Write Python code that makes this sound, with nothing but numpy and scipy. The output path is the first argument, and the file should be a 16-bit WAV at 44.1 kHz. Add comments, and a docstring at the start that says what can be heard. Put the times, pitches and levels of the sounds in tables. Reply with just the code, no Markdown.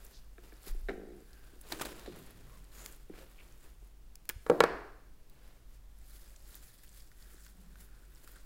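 """Bending branches into a potted plant

A wooden work table in a quiet, bare room, with one microphone close to the plant. Stiff branches are
bent into the pot: leaves brush, stems rub, and twigs crackle and snap as their fibres break.
A nudged pot rocks to rest, and a hard tool is put down, ringing the table top and the room.
An arm wafts air at the microphone; ventilation hums low in the background."""
import sys
import numpy as np
from scipy import signal
from scipy.fft import rfft, irfft, next_fast_len
from scipy.io import wavfile
from scipy.ndimage import uniform_filter1d

SR = 44100
rng = np.random.default_rng(int(sys.argv[2]) if len(sys.argv) > 2 else 0)


def to_wav(sig):
    """Store sig (one row per channel, or 1-D mono) as 16-bit WAV at the path in sys.argv[1].

    Samples outside -1..1 are clipped; the rate is SR.
    """
    pcm = np.clip(np.atleast_2d(sig), -1, 1) * 32767
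    pcm = np.round(pcm).astype(np.int16)
    wavfile.write(sys.argv[1], SR, pcm.T)  # frames by channels


N = 372644
TIME = np.arange(N) / SR


# Twigs breaking close to the microphone:
# (time [s], level [dB], decay time [s], treble tilt [dB/octave], stem pitch [Hz], stem ring [dB])
TWIG_SNAPS = [(0.049, -58.5, 0.0016, 10, 12000, -1.5), (1.331, -55, 0.0028, 2, 5040, -1.5),
              (1.611, -53.5, 0.0042, 3, 10800, 3.5), (1.7226, -25.5, 0.0023, -2.5, 4250, -5.5),
              (1.769, -50, 0.0061, 0, 3000, -5), (1.796, -37.5, 0.0064, -4, 1500, -9),
              (1.812, -32, 0.0067, -2.5, 8900, -7), (1.8184, -29, 0.003, 0, 1350, -2),
              (1.85, -41, 0.0055, 1, 3900, -1), (1.857, -42, 0.0078, -0.5, 800, -3),
              (1.995, -44.5, 0.0016, 3, 4020, -7), (2.059, -46.5, 0.0077, -7, 3950, -5.5),
              (2.861, -26.5, 0.00061, 0, 8300, -12), (4.1553, -38.5, 0.0011, 2, 6400, -9),
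              (4.254, -50.5, 0.0016, 0, 12860, -2), (4.291, -21, 0.0014, 2, 11400, -7.5),
              (4.2961, -27.5, 0.0026, -2.5, 1700, -4), (4.306, -47, 0.0058, 1.5, 1397, 3),
              (5.298, -57.5, 0.001, 8, 4000, -3), (5.477, -54.5, .002, -2, 9990, -2),
              (6.36, -55.5, 0.0026, -2.5, 7200, 8), (6.479, -56, 0.0011, 2.5, 7240, -6),
              (6.833, -55.5, 0.011, 4, 1636, 2), (7.0036, -53.5, 0.0031, -1, 5020, -1),
              (7.116, -56.5, 0.0023, -1, 1510, 3), (7.464, -49.5, 0.003, 2.5, 1504, 2.5),
              (7.756, -55.5, 0.0032, -4, 1480, -1), (8.275, -46.5, 0.0037, 1, 1467, -1.5),
              (8.357, -57, 0.0085, -0.5, 1440, 3)]
# Spectrum of breaking wood: (frequency [Hz], level [dB])
SNAP_SPECTRUM = [(150, -15), (600, -9.5), (1300, -6), (2200, -4.5), (4000, -5), (8000, -5.5), (12000, -8.5),
                 (16000, -3.5)]

def twigs(fibre_rate=9000, rise_share=0.14, stem_q=5):
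    """Each snap is a run of breaking fibres that rings its stem."""
    out, t = np.zeros(N), TIME[:SR // 10]
    for s, db, decay_s, tilt_db, stem_hz, stem_db in TWIG_SNAPS:
        run = np.exp(-t / decay_s) * (1 - np.exp(-t / (rise_share * decay_s)))
        fibres = unit(grains(fibre_rate, spread_db=3.5, size=len(t)) * run)
        stem = unit(resonate(fibres, stem_hz, stem_q))
        gain = undb(db) * np.sqrt(np.mean(run ** 2)) / run.max()
        add(out, s, gain * colour(fibres + undb(stem_db) * stem, SNAP_SPECTRUM, tilt_db))
    return out


# A hand pushes through the plant: (peak time [s], rise [s], fall [s], leaves [dB], stems [dB])
HAND_STROKES = [(.04, 0.088, 0.11, -64, -65), (.48, .08, 0.17, -66.5, -66),
                (0.681, 0.029, 0.017, -51, -58.5), (.72, .08, 0.14, -68, -70.5),
                (1.52, 0.38, 0.17, -70, -68.5), (1.709, 0.037, 0.18, -56, -54.5),
                (1.95, 0.089, 0.33, -65, -58), (2.2, 0.037, 0.063, -60.5, -84),
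                (2.53, 0.19, 0.21, -68, -70), (2.8, 0.043, 0.1, -56, -56.5), (3.18, 0.043, 0.062, -64, -58),
                (3.44, 0.11, 0.11, -67.5, -65.5), (3.66, 0.06, 0.056, -67, -67),
                (3.87, 0.048, 0.017, -73.5, -75), (4.56, 0.13, 0.11, -66, -73),
                (5.47, 0.089, 0.089, -73, -67), (5.75, 0.044, 0.016, -69.5, -73),
                (6.15, 0.094, 0.14, -62.5, -72.5), (6.28, 0.06, 0.057, -64, -70),
                (6.52, 0.065, 0.066, -59, -68), (6.63, 0.037, 0.18, -62, -74),
                (6.98, 0.059, 0.069, -62, -77), (7.3, 0.087, 0.047, -62.5, -70),
                (7.421, 0.047, 0.071, -62, -80.5), (7.599, 0.03, 0.15, -70.5, -72),
                (7.815, 0.029, 0.04, -62, -72), (7.98, .08, 0.19, -71, -72.5),
                (8.33, 0.093, 0.073, -62, -66)]
# A branch springs or is jarred: (time [s], leaves [dB], stems [dB])
BRANCH_JOLTS = [(0.885, -71, -45), (1.716, -47, -39.5), (1.808, -44.5, -36.5), (1.85, -48, -39.5),
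                (4.293, -58, -53)]
# Spectrum of rubbing stems: (frequency [Hz], level [dB])
STEM_SPECTRUM = [(200, 2.5), (400, 6), (850, -2), (1200, -1), (1500, -1), (2100, -5), (2800, -5.5),
                 (6000, -17), (15000, -32.5)]

def foliage(catch_db=1.4):
    """Leaves brush and stems rub, catching and slipping together with each stroke and jolt."""
    catch = undb(catch_db * drift(60))
    leaf = leaves()
    stem = unit(colour(grains(rate=1500, spread_db=1), STEM_SPECTRUM))
    moves = [(swell(s, rise, fall), *levels) for s, rise, fall, *levels in HAND_STROKES]
    moves += [(shiver(s), *levels) for s, *levels in BRANCH_JOLTS]
    leaf_power = sum((undb(leaf_db) * shape) ** 2 for shape, leaf_db, _ in moves)
    stem_power = sum((undb(stem_db) * shape) ** 2 for shape, _, stem_db in moves)
    return catch * (leaf * np.sqrt(leaf_power) + stem * np.sqrt(stem_power))


# Spectrum of dry leaves at close range: (frequency [Hz], level [dB])
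LEAF_SPECTRUM = [(1000, -8.5), (1800, -1), (2700, -9), (3400, -3), (4000, -3), (5000, -2), (6100, -5),
                 (7200, -0.5), (8000, -2.5), (8700, -3), (9500, -2.5), (10500, 0.5), (12500, -1.5),
                 (15500, -2.5)]

def leaves(flicker_db=1.15, tick_db=-7):
    """One leafy rustle whose bands flicker in loudness separately, among ticking stalks."""
    out = undb(tick_db) * stalks()
    brush = grains(rate=7000, spread_db=3)
    edges_hz = np.geomspace(1000, 17000, num=6)
    for band in zip(edges_hz[:-1], edges_hz[1:]):
        out += signal.sosfiltfilt(butter(3, band, "band"), brush) * undb(flicker_db * drift(25))
    return unit(colour(out, LEAF_SPECTRUM))


def stalks(tick_rate=6, width=0.11, count=16):
    """Stray dry ticks; each stalk rings briefly at its own pitch."""
    pitches = np.geomspace(1400, 14000, num=count) * (1 + .03 * rng.standard_normal(count))
    return unit(sum(resonate(grains(tick_rate, spread_db=2.4), hz, q=1 / width) for hz in pitches))


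# A hard tool lands on the table:
# (time [s], level [dB], contact corner [Hz], crack [dB], room send [dB])
TOOL_KNOCKS = [(4.4642, -33.5, 2098, -5.5, 4.5), (4.498, -5, 578, -16.5, -2.5),
               (4.5144, -11.5, 495, -47, -9.5), (4.6044, -8, 3600, -2.5, -3.5),
               (4.6376, -13.5, 2940, -4, -11.5)]
# Modes of table top and tool: (frequency [Hz], level [dB], t60 [s])
TABLE_TOOL_MODES = [(161.9, -17, .12), (197, -17.5, 0.046), (324, -17, 0.1), (423, -7, 0.028),
                    (470, 4.5, 0.037), (620, -10, 0.04), (786, -9.5, .04), (940, -5.5, .03),
                    (1124, -6, 0.05), (1345, -1, 0.028), (1692, -5, .03), (1990, -13.5, .03),
                    (2273, -12.5, 0.039), (3860, -6.5, 0.015), (4770, -9.5, .012)]
# Spectrum of the contact crack: (frequency [Hz], level [dB])
CRACK_SPECTRUM = [(60, -44), (300, -12), (900, -1.5), (2300, -3), (3000, -2.5), (3900, -3), (5000, -6),
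                  (5700, -11.5), (9000, -13), (11000, -17.5), (15000, -22.5)]
# The boards' many weak, close modes, which fill the room: (frequency [Hz], level [dB])
BOARD_SPECTRUM = [(40, -46), (160, -11), (240, -14.5), (320, -0.5), (470, 1), (650, 0), (900, -4),
                  (1250, -2.5), (1700, -4), (2300, -10), (2900, -16), (4500, -21.5), (7000, -24),
                  (15000, -26.5)]

def tool(crack_t60=0.02, boards_t60=0.046):
    """The tool touches, lands, tips and bounces; returns the close sound and what feeds the room."""
    direct, send = np.zeros(N), np.zeros(N)
    for s, db, contact_hz, crack_db, room_db in TOOL_KNOCKS:
        crack, crack_pulse = burst(crack_t60, CRACK_SPECTRUM)
        boards, boards_pulse = burst(boards_t60, BOARD_SPECTRUM)
        body = ring(TABLE_TOOL_MODES, detune=0.016)
        wood_near = contact(undb(-4) * body + undb(-5) * boards, contact_hz)
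        wood_far = contact(undb(-20.5) * body + undb(9) * boards_pulse, contact_hz)
        add(direct, s, undb(db) * (wood_near + undb(crack_db) * crack))
        add(send, s, undb(db + room_db) * (wood_far + undb(crack_db - 6) * crack_pulse))
    return direct, send


# Pots bumped on the table: (time [s], level [dB], contact corner [Hz])
POT_BUMPS = [(0.381, -48.5, 2450), (0.522, -51, 2510), (0.667, -40, 427), (0.744, -48, 500),
             (0.8855, -32.5, 2290), (0.8927, -31, 2270), (.905, -33.5, 1000), (.914, -38, 700),
             (1.529, -51.5, 405), (1.561, -54, 450), (1.7221, -36, 610), (2.0758, -35, 496),
             (2.092, -40, 400), (2.135, -46, 420), (2.165, -49, 420), (3.0961, -36, 368),
             (3.137, -53, 2200), (3.8208, -55, 346), (7.337, -54, 350)]
# Modes of a pot standing on the boards: (frequency [Hz], level [dB], t60 [s])
POT_RESONANCES = [(200, -10.5, 0.12), (282.7, -6, 0.0605), (344.2, -1.5, 0.071), (412, 4, 0.0377),
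                  (475, 2.5, 0.021), (750, -6.5, 0.044), (1145, -19, 0.046), (1365, -8, 0.036),
                  (1650, -2, 0.025), (1960, -1.5, 0.021), (2355, -5, 0.021), (3980, -4, 0.014)]

def bumped_pots():
    """Each bump rings a pot at slightly different pitches."""
    out = np.zeros(N)
    for s, db, contact_hz in POT_BUMPS:
        add(out, s, undb(db) * contact(ring(POT_RESONANCES, detune=0.065), contact_hz))
    return out


def rocking_pot(start_s=0.91, first_gap_s=0.022, first_db=-37, gap_kept=0.97, contacts=19):
    """A pot rocks on a gritty board, its swings growing shorter and weaker until it settles."""
    out, s = np.zeros(N), start_s
    for swing in gap_kept ** np.arange(contacts):
        force = undb(first_db) * swing ** 3.2
        body = ring(POT_RESONANCES, detune=0.05)
        grit = undb(-15) * rng.random() * contact(body, corner_hz=2000)
        add(out, s, force * (contact(body, corner_hz=540) + grit))
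        s += first_gap_s * swing * (1 + 0.03 * rng.standard_normal())
    return out


# Brief scrapes, and faint soft swells of band-limited noise:
# (peak time [s], level [dB], half length [s], pitch [Hz], width [octaves])
SCRAPES_AND_SWELLS = [(.16, -61.5, 0.059, 4650, 0.99), (1.401, -72.5, 0.26, 1576, 0.16),
                      (1.848, -55.5, .25, 330, 1.2), (2.16, -55.5, 0.14, 140, 2),
                      (2.101, -67, 0.16, 3900, 0.59), (2.47, -61, .35, 111.4, 1.5),
                      (2.532, -69.5, 0.12, 1095, 0.23), (2.817, -61.5, 0.12, 6940, .25),
                      (3.213, -59.5, 0.044, 527, 0.11), (3.401, -59, 0.03, 2430, 0.56),
                      (6.347, -76, .3, 560, .5), (7.345, -70, 0.26, 1550, 0.52),
                      (7.67, -66, 0.31, 176.5, 0.41), (7.953, -74, 0.4, 1500, .4),
                      (8.335, -72.5, 0.16, 1477, 0.34)]

def scrapes_and_swells(click_rate=1500):
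    """Dense tiny clicks ring one resonance, swelling and fading."""
    out = np.zeros(N)
    for s, db, half_s, hz, octaves in SCRAPES_AND_SWELLS:
        size = int(2 * half_s * SR)
        band = butter(1, hz * 2 ** (np.array([-.5, .5]) * octaves), "band")
        clicks = grains(click_rate, spread_db=0.96, size=size)
        rasp = signal.sosfilt(band, signal.sosfilt(band, clicks))
        add(out, s - half_s, undb(db) * unit(rasp) * np.hanning(size))
    return out


# Deep pressure swells at the microphone: two wafts of air from a moving arm, then a soft low thud at 4.37 s: #
# (peak time [s], rise [s], fall [s], level [dB], upper edge [Hz])
LOW_SWELLS = [(.738, 0.0205, 0.031, -30.5, 26.8), (.85, .025, 0.046, -38, 39.24),
              (4.366, 0.005, 0.0099, -42.5, 90)]

def air():
    """Deep, random pressure swells across the microphone: an arm's air, and one soft low thud."""
    out = np.zeros(N)
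    for s, rise, fall, db, edge_hz in LOW_SWELLS:
        shape = swell(s, rise, fall)
        band = butter(3, [edge_hz / 3, edge_hz], "band")
        eddies = signal.sosfilt(band, rng.standard_normal(N)) * shape
        out += undb(db) * eddies * np.linalg.norm(shape) / np.linalg.norm(eddies)
    return out


# Decay of the bare room: (frequency [Hz], t60 [s])
ROOM_DECAY = [(100, 1), (400, 0.59), (1200, 0.7), (2400, 0.66), (5000, 0.74), (9000, 0.64), (16000, 0.2)]
# Spectrum of its echoes at the table: (frequency [Hz], level [dB])
ROOM_SPECTRUM = [(80, -4.5), (300, 1), (500, 0.5), (1200, -1), (2200, -1.5), (3200, -0.5), (6000, -2.5),
                 (15000, -8.5)]

def room(x, wet_db=-6, build_s=0.018):
    """Diffuse echoes build up quickly and lose their highest treble first."""
    hz, frame_s, cells = signal.stft(rng.standard_normal(SR), SR, nperseg=256)
    cells = cells * fade(frame_s, along(ROOM_DECAY, hz)[:, None])
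    tail = signal.istft(cells, SR)[1][:SR]
    tail *= 1 - np.exp(-(TIME[:SR] / build_s) ** 2)
    response = colour(tail / np.linalg.norm(tail), ROOM_SPECTRUM)
    return undb(wet_db) * signal.fftconvolve(x, response)[:N]


# Room tone behind the work: (frequency [Hz], noise density [dB re 1/Hz])
ROOM_TONE = [(20, -70), (35, -75), (52, -70.5), (68, -90), (120, -89.5), (200, -95.5), (330, -99),
             (550, -104), (1000, -108), (3000, -113), (8000, -116), (15500, -116)]

def ventilation(hum_hz=46.4, hum_db=-60.5, wander=0.022):
    """Ventilation gives a wavering low hum over rumble and faint hiss."""
    pitch_hz = hum_hz * (1 + wander * drift(7.6))
    phase = 2 * np.pi * np.cumsum(pitch_hz) / SR
    hum = np.sqrt(2) * np.sin(phase) * undb(hum_db + 1.4 * drift(6.8))
    return hum + colour(rng.standard_normal(N), ROOM_TONE) * np.sqrt(SR / 2)


def ring(modes, detune, cut_hz=170):
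    """One blow on a set of modes of alternating sign, with the deep bass filtered away."""
    t = TIME[:SR // 4]
    hz, db, t60 = np.transpose(modes)[:, :, None]
    hz = hz * (1 + detune * rng.standard_normal(hz.shape))
    sign = (-1) ** np.arange(len(hz))[:, None]
    motion = np.sum(sign * undb(db) * np.sin(2 * np.pi * hz * t) * fade(t, t60), axis=0)
    return signal.sosfilt(butter(2, cut_hz, "high"), motion)


def burst(t60, spectrum):
    """Dense modes: a noisy decay nearby, and one smooth pulse of equal energy for the room."""
    decay = fade(TIME[:SR // 4], t60)
    near = colour(rng.standard_normal(len(decay)) * decay, spectrum)
    pulse = colour(signal.unit_impulse(len(decay)), spectrum) * np.linalg.norm(decay)
    return near, pulse


def contact(x, corner_hz):
    """A soft contact lasts longer and barely excites what lies above its corner."""
    return signal.sosfilt(butter(2, corner_hz, "low"), x)


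def grains(rate, spread_db, size=N):
    """Random tiny clicks, `rate` a second, a few much larger than the rest; rms 1."""
    hit = rng.random(size) < rate / SR
    strength = undb(spread_db * np.minimum(rng.exponential(size=size), 5))
    return unit(hit * strength * rng.choice([-1, 1], size) + 1e-9)


def swell(peak_s, rise_s, fall_s, roundness=1.7):
    """One push builds to a peak and eases off; roundness 1 is pointed, 3 flat-topped."""
    step = np.linspace(-5, 5, num=201)
    times = peak_s + step * np.where(step < 0, rise_s, fall_s)
    return np.interp(TIME, times, np.exp(-.5 * np.abs(step) ** roundness), left=0, right=0)


def shiver(s, attack_s=0.0053, t60=0.12):
    """A sudden shake that dies away."""
    t = np.maximum(TIME - s, 0)
    return np.minimum(t / attack_s, fade(t - attack_s, t60))


def drift(rate_hz):
    """Smooth random drift; rms 1."""
    hold = int(SR / rate_hz)
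    steps = np.repeat(rng.standard_normal(N // hold + 1), hold)
    return unit(uniform_filter1d(steps, hold)[:N])


def colour(x, points, tilt_db=0):
    """Causal filter through (Hz, dB) points, tilted by tilt_db an octave about 4 kHz."""
    size = next_fast_len(len(x) + 4096) * 2
    hz = np.arange(size // 2 + 1) * SR / size
    octaves = np.log2(np.maximum(hz, 500) / 4000)
    cepstrum = irfft(np.log(undb(along(points, hz) + tilt_db * octaves)))
    cepstrum[1:size // 2] *= 2  # minimum phase: nothing sounds ahead of a click
    cepstrum[size // 2 + 1:] = 0
    return irfft(rfft(x, size) * np.exp(rfft(cepstrum)))[:len(x)]


def resonate(x, hz, q):
    """Ring a single resonance."""
    return signal.lfilter(*signal.iirpeak(hz, q, fs=SR), x)


def butter(order, hz, kind):
    """Filter sections with a flat passband."""
    return signal.butter(order, hz, kind, fs=SR, output="sos")


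def along(points, hz):
    """Read (Hz, value) points on a log-frequency axis."""
    point_hz, value = np.transpose(points)
    return np.interp(np.log(hz + 1), np.log(point_hz), value)


def fade(t, t60):
    """Exponential decay by 60 dB in t60."""
    return np.exp(-np.log(1000) * t / t60)


def add(track, s, sound):
    """Mix a sound into a track at time s."""
    i = max(int(s * SR), 0)
    track[i:i + len(sound)] += sound[:max(N - i, 0)]


def undb(db):
    """Decibels to gain."""
    return 10 ** (np.asarray(db) / 20)


def unit(x):
    """Scale to rms 1."""
    return x / np.sqrt(np.mean(x ** 2))


def scene(pot_room_db=-8, leaf_room_db=-7, snap_room_db=-13):
    """The work at the table, close to one microphone, with the room behind it."""
    knocks, send = tool()
    snaps = twigs()
    pots = bumped_pots() + rocking_pot()
    rustle = foliage() + scrapes_and_swells()
    send += undb(snap_room_db) * snaps + undb(pot_room_db) * pots + undb(leaf_room_db) * rustle
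    return (knocks + snaps + pots + rustle + room(send) + air() + ventilation())[None]


def record(dry, top_hz=15800):
    """The recorder cuts the top treble steeply."""
    return signal.sosfilt(signal.ellip(10, .2, 70, top_hz, fs=SR, output="sos"), dry)


dry = scene()
out = record(dry)
to_wav(out)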